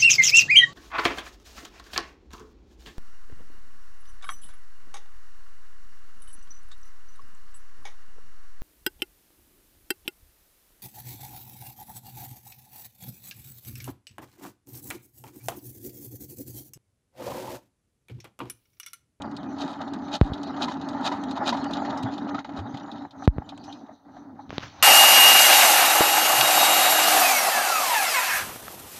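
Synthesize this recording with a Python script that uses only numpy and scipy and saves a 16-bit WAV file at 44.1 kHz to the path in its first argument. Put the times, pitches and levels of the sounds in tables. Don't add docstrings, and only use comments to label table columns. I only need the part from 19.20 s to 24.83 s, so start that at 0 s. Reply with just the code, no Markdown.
import sys
import numpy as np
from scipy import signal
from scipy.fft import rfft, irfft, next_fast_len
from scipy.io import wavfile
from scipy.ndimage import uniform_filter1d, map_coordinates

SR = 44100
rng = np.random.default_rng(int(sys.argv[2]) if len(sys.argv) > 2 else 0)


def to_wav(s):
    ch = np.atleast_2d(s).T
    pcm = np.round(np.clip(ch, -1, 1) * 32767)
    wavfile.write(sys.argv[1], SR, pcm.astype(np.int16))


N = 248088


def amp(db):
    return 10 ** (np.asarray(db) / 20)


def unit(x):
    return x / np.sqrt(np.mean(x ** 2) + 1e-20)


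def curves(rows):
    seconds, *columns = np.transpose(rows)
    return [np.interp(np.arange(N) / SR, seconds, column) for column in columns]


def wobble(rate):
    knots = rng.standard_normal(int(N * rate / SR) + 4)
    return map_coordinates(knots, [np.arange(N) * rate / SR])


def swell(s, rise, fall):
    t = np.arange(N) / SR - s
    return np.exp(-(t / np.where(t < 0, rise, fall)) ** 2)


def filtered(x, response):
    size = next_fast_len(len(x) + 8192)
    spectrum = rfft(x, size) * response(np.fft.rfftfreq(size, 1 / SR))
    return irfft(spectrum, size)[:len(x)]


def shape(points):
    point_hz, db = np.transpose(points)
    return lambda hz: amp(np.interp(np.log(hz + 1), np.log(point_hz + 1), db))


def modes(table):
    def mode(f, center, width, db):
        return amp(db) * 1j * f * width / (center * center - f * f + 1j * f * width)
    return lambda f: sum((-1) ** k * mode(f, *row) for k, row in enumerate(table))


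def grit(response, rate, lumpy_db):
    lumps = amp(lumpy_db * wobble(rate))
    return unit(filtered(lumps * rng.standard_normal(N), response))


def patchy(response, wide, long, patchy_db):
    bands = signal.stft(rng.standard_normal(N), nperseg=256)[2]
    patches = uniform_filter1d(rng.standard_normal(bands.shape), size=wide, axis=0)
    patches = uniform_filter1d(patches, size=long, axis=1)
    noise = signal.istft(bands * amp(patchy_db * unit(patches)), nperseg=256)[1][:N]
    return unit(filtered(noise, response))


def add(x, s, sound):
    part = x[round(s * SR):][:len(sound)]
    part += sound[:len(part)]


# resonance in Hz, width in Hz, relative level in dB.
BLOCK_MODES = [(606, 106, 2.5), (820, 109, 6), (939, 138, 1.5), (1272, 245, -4), (1874, 525, -13)]


def block(f):
    return modes(BLOCK_MODES)(f) / (1 + (f / 2200) ** 6) / (1 + (520 / (f + 1)) ** 4)


# resonance in Hz, width in Hz, relative level in dB.
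PORT_MODES = [(2467, 71, 12), (3040, 366, 8.5), (3797, 260, 13.5), (4305, 300, 10), (4750, 670, 4.5),
              (5640, 1020, -0.5), (6260, 510, 1.5), (7040, 180, 1.5)]


def head(f):
    return modes(PORT_MODES)(f) / (1 + (2200 / (f + 1)) ** 6) / (1 + (f / 7300) ** 14)


# time in seconds,
# then relative levels in dB of gear growl, crankcase hum, airy hiss and frame rumble.
STEADY_LEVELS = [(0.0, -40, -42, -60, -48), (0.3, -46, -38, -63, -51), (0.53, -41, -39.5, -60.5, -53.5),
                 (0.85, -42, -37, -57.5, -52), (1.06, -40, -38.5, -60, -46), (1.27, -40.5, -37, -54, -50),
                 (1.88, -37.5, -36.5, -56, -51), (2.55, -36.5, -34, -47, -48),
                 (2.71, -33.5, -35.5, -51, -50), (3.01, -40, -36.5, -56, -48.5),
                 (3.16, -38, -38, -53.5, -49.5), (3.35, -43.5, -41.5, -65, -50.5),
                 (3.63, -42.5, -42, -58, -56), (3.81, -44.5, -44.5, -60, -52),
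                 (4.14, -52, -49.5, -70.5, -53), (4.51, -51, -48.5, -61, -56.5), (4.73, -55, -52, -78, -69),
                 (4.93, -55, -53.5, -76, -64.5), (5.06, -56, -51, -81, -59), (5.25, -56, -50.5, -79, -59.5),
                 (5.47, -65, -65, -52, -64.5), (5.63, -45, -60, -71, -71)]
# frequency in Hz, relative level in dB per Hz.
FRAME_SPECTRUM = [(15, -68.5), (25, -55), (85, -1.5), (167, -3.5), (199, -4.5), (220, -24.5), (290, 12),
                  (480, -120)]
SURGE_DB, SURGE_S = 4, 0.11


def turning():
    growl_db, _, hiss_db, rumble_db = curves(STEADY_LEVELS)
    surge_db = SURGE_DB * sum(swell(s, SURGE_S, SURGE_S) for s, _ in STROKE_TIMES)
    growl = amp(growl_db + surge_db + 0.28) * grit(block, rate=70, lumpy_db=2.6)
    rumble = amp(rumble_db + 6.0) * grit(shape(FRAME_SPECTRUM), rate=14, lumpy_db=0.5)
    airy_hiss = amp(hiss_db - 2.2) * patchy(head, wide=3, long=18, patchy_db=7.5)
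    return growl + rumble + airy_hiss


# resonance in Hz, width in Hz, relative level in dB.
CASE_MODES = [(281.7, 70.2, 0.5), (218, 107, -5.5), (358, 17, -21.5)]


def hum():
    note_hz = 279 + 8.5 * wobble(45)
    note = np.sin(2 * np.pi * np.cumsum(note_hz) / SR)
    ring = grit(lambda f: modes(CASE_MODES)(f) / (1 + (f / 600) ** 3), rate=30, lumpy_db=2.5)
    return amp(curves(STEADY_LEVELS)[1]) * (1.15 * amp(1.8 * wobble(rate=22)) * note + 1.2 * ring)


def chatter():
    hits = (rng.random(N) < 70 / SR) * amp(3.3 * rng.standard_normal(N))
    t = np.arange(SR // 50) / SR
    decay = amp(-60 * t / 0.039)
    shake = signal.fftconvolve(hits, decay)[:N] * rng.standard_normal(N)
    return amp(curves(STEADY_LEVELS)[2] - 5.5) * unit(filtered(shake, head))


# frequency in Hz, relative level in dB per Hz.
FIELD_SPECTRUM = [(40, -17.5), (100, -6.5), (280, -10), (450, -12.5), (800, 0), (1400, -29), (2300, -50.5),
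                  (3900, -37), (6200, -35.5), (7600, -53), (9000, -75.5)]


def far_field():
    return amp(-57.5) * patchy(shape(FIELD_SPECTRUM), wide=3, long=25, patchy_db=4.5)


def microphone_hiss():
    treble = lambda f: 1 / (1 + (7000 / (f + 1)) ** 4)
    return amp(-87) * unit(filtered(rng.standard_normal(N), treble))


# start in seconds, relative level in dB, kind of contact.
TAPPET_TICKS = [(0.02, -31.5, "short"), (0.113, -45, "short"), (0.1655, -34.5, "bright"),
                (0.23, -44, "dull"), (0.4775, -41.5, "low"), (0.6772, -43, "dull"),
                (0.735, -34.5, "bright"), (0.881, -41.5, "low"), (1.134, -32.5, "dull"),
                (1.176, -44, "dull"), (1.2316, -33.5, "bright"), (1.2719, -41.5, "dull"),
                (1.3634, -38, "low"), (1.4818, -31, "low"), (1.612, -39, "dull"), (1.6876, -32.5, "bright"),
                (1.7313, -42, "dull"), (1.8104, -43, "bright"), (1.918, -30.5, "low"),
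                (2.0366, -33, "short"), (2.1102, -32.5, "bright"), (2.165, -42, "bright"),
                (2.3263, -30, "low"), (2.37, -35, "dull"), (2.4422, -32, "short"),
                (2.5092, -35.5, "bright"), (2.5332, -27, "dull"), (2.6495, -32, "low"),
                (2.774, -39, "high"), (2.9789, -37, "dull"), (3.145, -34, "low"), (3.1885, -32.5, "low"),
                (3.245, -36.5, "low"), (3.2912, -44, "low"), (3.5425, -38, "low"), (3.571, -37.5, "dull"),
                (3.715, -39, "dull"), (3.908, -45, "dull"), (4.29, -35, "dull"), (4.376, -38, "short"),
                (4.4394, -45, "high"), (4.5239, -38, "dull")]
CONTACT_KINDS = {"bright": (-14.5, .045, 4150), "dull": (-33, 0.065, 3680), "low": (-31.5, 0.073, 1910),
                 "short": (-9, 0.024, 2930), "high": (-20, .09, 5000)}


def ticks():
    dull, notes, bright = np.zeros(N), np.zeros(N), np.zeros(N)
    t = np.arange(SR // 10) / SR
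    for s, db, kind in TAPPET_TICKS:
        bright_db, t60, hz = CONTACT_KINDS[kind]
        envelope = amp(db - 60 * t / t60) * (1 - 0.3 * np.exp(-t / 0.0006))
        rattle = envelope * rng.standard_normal((3, len(t)))
        add(dull, s, rattle[0])
        add(notes, s, filtered(rattle[1], lambda f: modes([(hz, 0.3 * hz, 0)])(f) ** 2))
        add(bright, s, amp(bright_db) * rattle[2])
    edge = lambda f: modes([(6900, 3000, 0)])(f) / (1 + (f / 8500) ** 9)
    return amp(-5.5) * filtered(dull, head) + amp(8.0) * notes + amp(6.5) * filtered(bright, edge)


# peak in seconds, half length in seconds,
# relative level in dB.
SEAT_WHEEZES = [(0.324, 0.037, -61), (0.86, 0.032, -61), (1.776, 0.044, -69), (4.034, 0.056, -61.5),
                (4.273, 0.017, -74.5), (4.537, 0.1, -61), (4.786, 0.044, -64), (4.976, 0.07, -68),
                (5.247, 0.059, -71), (5.576, 0.047, -61)]
# resonance in Hz, width in Hz before squaring, relative level in dB.
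SEAT_BANDS = [(4000, 720, 0.5), (6020, 510, -2.5)]


def wheezes():
    gain = sum(amp(db) * swell(s, half, half) for s, half, db in SEAT_WHEEZES)
    air = np.zeros(N)
    for hz, width, db in SEAT_BANDS:
        air += amp(db) * grit(lambda f: modes([(hz, width, 0)])(f) ** 2, rate=23, lumpy_db=3.5)
    return gain * air


def stroke(s, turn, db, rise, fall, fizz_db, growl_db):
    return swell(s, rise * turn, fall * turn) * amp([[db], [db + fizz_db], [db + growl_db]])


# peak in seconds, level in dB.
STROKE_TIMES = [(0.4190, -40.0), (0.9570, -32.0), (1.4380, -32.0), (1.8710, -28.5), (2.2920, -26.0)]
# fizz in dB, growl in dB.
STROKE_COLOUR = (-25.0, 1.5)
# rise and fall in turns, fizz and growl in dB relative to its port sound.
RETURN_STROKE = (.12, .1, -21, -10)
# peak in seconds, half length in seconds, level in dB, then
# fizz and growl in dB relative to that level.
AIR_SPURTS = [(0.617, .011, -45, -29, 13), (2.175, 0.014, -46, -33, 14.5), (2.706, 0.0095, -41, -53, 9.5),
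              (2.834, 0.0052, -37, -18, -16), (2.938, 0.021, -48, -28, -8), (3.092, 0.0073, -43, -40, 8.5),
              (3.386, 0.024, -47, -27, 10), (4.053, 0.013, -46.5, -21, 1), (4.976, 0.021, -67, -30, 12)]
# frequency in Hz, relative level in dB per Hz.
FIZZ_SPECTRUM = [(6500, -28), (7600, -2.5), (9500, -13.5), (11000, -15.5), (13200, -20.5), (14500, -25.5),
                 (15800, -32)]
STROKE_RISE, STROKE_FALL = 0.057, 0.033
RETURN_TURNS, RETURN_DB = 0.16, -50
LAST_TURN_S = 0.41


def puffs():
    times, levels = np.transpose(STROKE_TIMES)
    turns = np.append(np.diff(times), LAST_TURN_S)
    gains = np.zeros((3, N))
    for s, turn, db in zip(times, turns, levels):
        gains += stroke(s, turn, db, STROKE_RISE, STROKE_FALL, *STROKE_COLOUR)
        gains += stroke(s + RETURN_TURNS * turn, turn, RETURN_DB, *RETURN_STROKE)
    for s, half, db, fizz_db, growl_db in AIR_SPURTS:
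        gains += stroke(s, half, db, 1, 1, fizz_db, growl_db)
    port = grit(head, rate=280, lumpy_db=3.2)
    fizz = grit(shape(FIZZ_SPECTRUM), rate=450, lumpy_db=2.5)
    growl = grit(block, rate=83, lumpy_db=0.0)
    return np.sum(gains * [port, fizz, growl], axis=0)


# start in seconds, relative level in dB, note in Hz, kind.
CRANK_KNOCKS = [(0.439, -25.5, 618, "knock"), (1.478, -23.5, 995, "ring"), (1.748, -25, 859, "ring"),
                (1.821, -26.5, 903, "knock"), (1.915, -22, 966, "ring"), (2.171, -22.5, 934, "ring"),
                (2.221, -21.5, 818, "knock"), (2.324, -18.5, 980, "ring"), (2.349, -12, 840, "snap"),
                (2.577, -21.5, 842, "knock"), (2.618, -21, 818, "knock"), (2.68, -26, 880, "ring"),
                (2.768, -20.5, 814, "snap"), (2.885, -24.5, 777, "knock"), (3.069, -23, 730, "snap"),
                (3.145, -23.5, 1267, "ring"), (3.183, -20, 1390, "snap"), (3.248, -23, 860, "snap"),
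                (3.291, -23, 707, "snap"), (3.387, -30.5, 784, "ring"), (3.546, -22, 786, "snap"),
                (3.85, -22, 846, "snap"), (4.022, -25.5, 764, "knock"), (4.219, -26.5, 816, "snap"),
                (4.321, -31.5, 782, "knock"), (4.479, -33, 800, "ring"), (4.499, -35.5, 746, "knock"),
                (4.691, -34, 633, "knock"), (4.966, -36.5, 727, "ring"), (5.19, -32.5, 843, "ring")]
KNOCK_DECAYS = {"snap": 0.027, "knock": 0.055, "ring": 0.089}


def knocks():
    out, t = np.zeros(N), np.arange(SR // 8) / SR
    for s, db, hz, kind in CRANK_KNOCKS:
        roughness = unit(filtered(rng.standard_normal(len(t)), block))
        ring = np.sin(2 * np.pi * hz * t) + 0.51 * roughness
        envelope = amp(db - 60 * t / KNOCK_DECAYS[kind]) * (1 - np.exp(-t / 0.0015))
        add(out, s, envelope * ring)
    return out


def touch(rows):
    out, t = np.zeros(N), np.arange(SR // 8) / SR
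    for s, db, first, t60, click_db in rows:
        onset = 1 - np.exp(-(t / (0.18 * first)) ** 2)
        swing = -np.sin(np.pi * (t / first) ** 0.49) * amp(-60 * t / t60) * onset
        shell = np.sin(2 * np.pi * 3800 * t) + 0.15 * rng.standard_normal(len(t))
        click = amp(click_db - 60 * t / 0.0025) * shell
        add(out, s, amp(db) * (swing + click))
    return out


# start in seconds, blow level in dB, rebound level in dB,
# first swing of the rebound in seconds.
HARD_BUMPS = [(1.013, -2.5, -17, .0019), (4.0767, -2.5, -14.5, .0013)]
# first swing in seconds, 60 dB decay time in seconds, click in dB relative to the swing.
BUMP_BLOW = (.0011, .084, -18)
# delay in seconds, level in dB relative to the blow, first swing
# in seconds, 60 dB decay time in seconds, click in dB relative to the swing.
BUMP_PUSH = (.088, -24, .003, .07, -38)
# delay in seconds, 60 dB decay time in seconds, click in dB relative to the swing.
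BUMP_REBOUND = (.1066, .04, -37)
# start in seconds, level in dB, first swing in seconds,
# click in dB relative to the swing.
FINGER_TAPS = [(5.2946, -30, 0.0029, -2), (5.3055, -15, 0.0003, -22), (5.3288, -20, 0.0011, -41),
               (5.3817, -12.5, 0.0012, 3), (5.3962, -38, 0.0004, 9), (5.4056, -34.5, 0.00048, 6)]
# time in seconds, level in dB.
RUB_LEVELS = [(5.28, -88), (5.3, -51.5), (5.345, -45.5), (5.4, -45.5), (5.42, -45), (5.435, -35),
              (5.49, -49.5), (5.55, -54.5), (5.6, -50), (5.63, -39)]
# frequency in Hz, relative level in dB per Hz.
RUB_SPECTRUM = [(40, -19), (80, 2.5), (150, -2.5), (400, -18), (1100, -10), (2700, -17), (6400, -25),
                (7600, -49.5), (10000, -60.5), (14000, -54), (15500, -44.5)]
TAP_SWINGS = 9.7


def handling():
    push_late, push_db, *push = BUMP_PUSH
    rebound_late, *rebound = BUMP_REBOUND
    bumps = []
    for s, db, rebound_db, first in HARD_BUMPS:
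        bumps.append((s, db, *BUMP_BLOW))
        bumps.append((s + push_late, db + push_db, *push))
        bumps.append((s + rebound_late, rebound_db, first, *rebound))
    taps = [(s, db, first, TAP_SWINGS * first, click_db) for s, db, first, click_db in FINGER_TAPS]
    hard = filtered(touch(bumps), lambda f: 1 / (1 + 1j * f / 13000) ** 3)
    soft = filtered(touch(taps), lambda f: 1 / (1 + 1j * f / 9000) ** 3 / (1 + (f / 7000) ** 8))
    rub = amp(curves(RUB_LEVELS)[0]) * grit(shape(RUB_SPECTRUM), rate=74, lumpy_db=2.0)
    return hard + soft + rub


# start in seconds, level in dB, starting pitch in Hz,
# rise in Hz per second, time from start to envelope peak in seconds.
EXHAUST_COUGHS = [(2.689, -40, 126, 4.8, 0.012), (2.838, -24.5, 118, 5, 0.0094),
                  (3.383, -31, 74, 600, 0.023), (3.538, -31.5, 132, 5, 0.0066)]


def coughs():
    out, t = np.zeros(N), np.arange(SR // 4) / SR
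    for s, db, hz, rise, length in EXHAUST_COUGHS:
        envelope = np.e * t / length * np.exp(-t / length)
        add(out, s, amp(db) * envelope * np.sin(2 * np.pi * (hz + rise * t / 2) * t))
    return out


# lowest point in seconds, fall in seconds,
# return in seconds, relative depth in dB.
LEVEL_DIPS = [(1.002, .025, 0.034, -13), (3.228, .018, .045, -13), (3.895, .026, .06, -12),
              (4.073, .013, .06, -11), (4.79, .04, .07, -12)]
HUM_DIPS, FIELD_DIPS = 1.6, 0.6


def scene():
    dips_db = sum(db * swell(s, fall, back) for s, fall, back, db in LEVEL_DIPS)
    engine = amp(HUM_DIPS * dips_db) * hum()
    engine += amp(dips_db) * (turning() + puffs() + wheezes() + chatter())
    background = amp(FIELD_DIPS * dips_db) * far_field() + microphone_hiss()
    return (engine + ticks() + knocks() + coughs() + handling() + background)[None]


def record(dry):
    return filtered(dry[0], lambda hz: hz < 15830)[None]


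dry = scene()
out = record(dry)
to_wav(out)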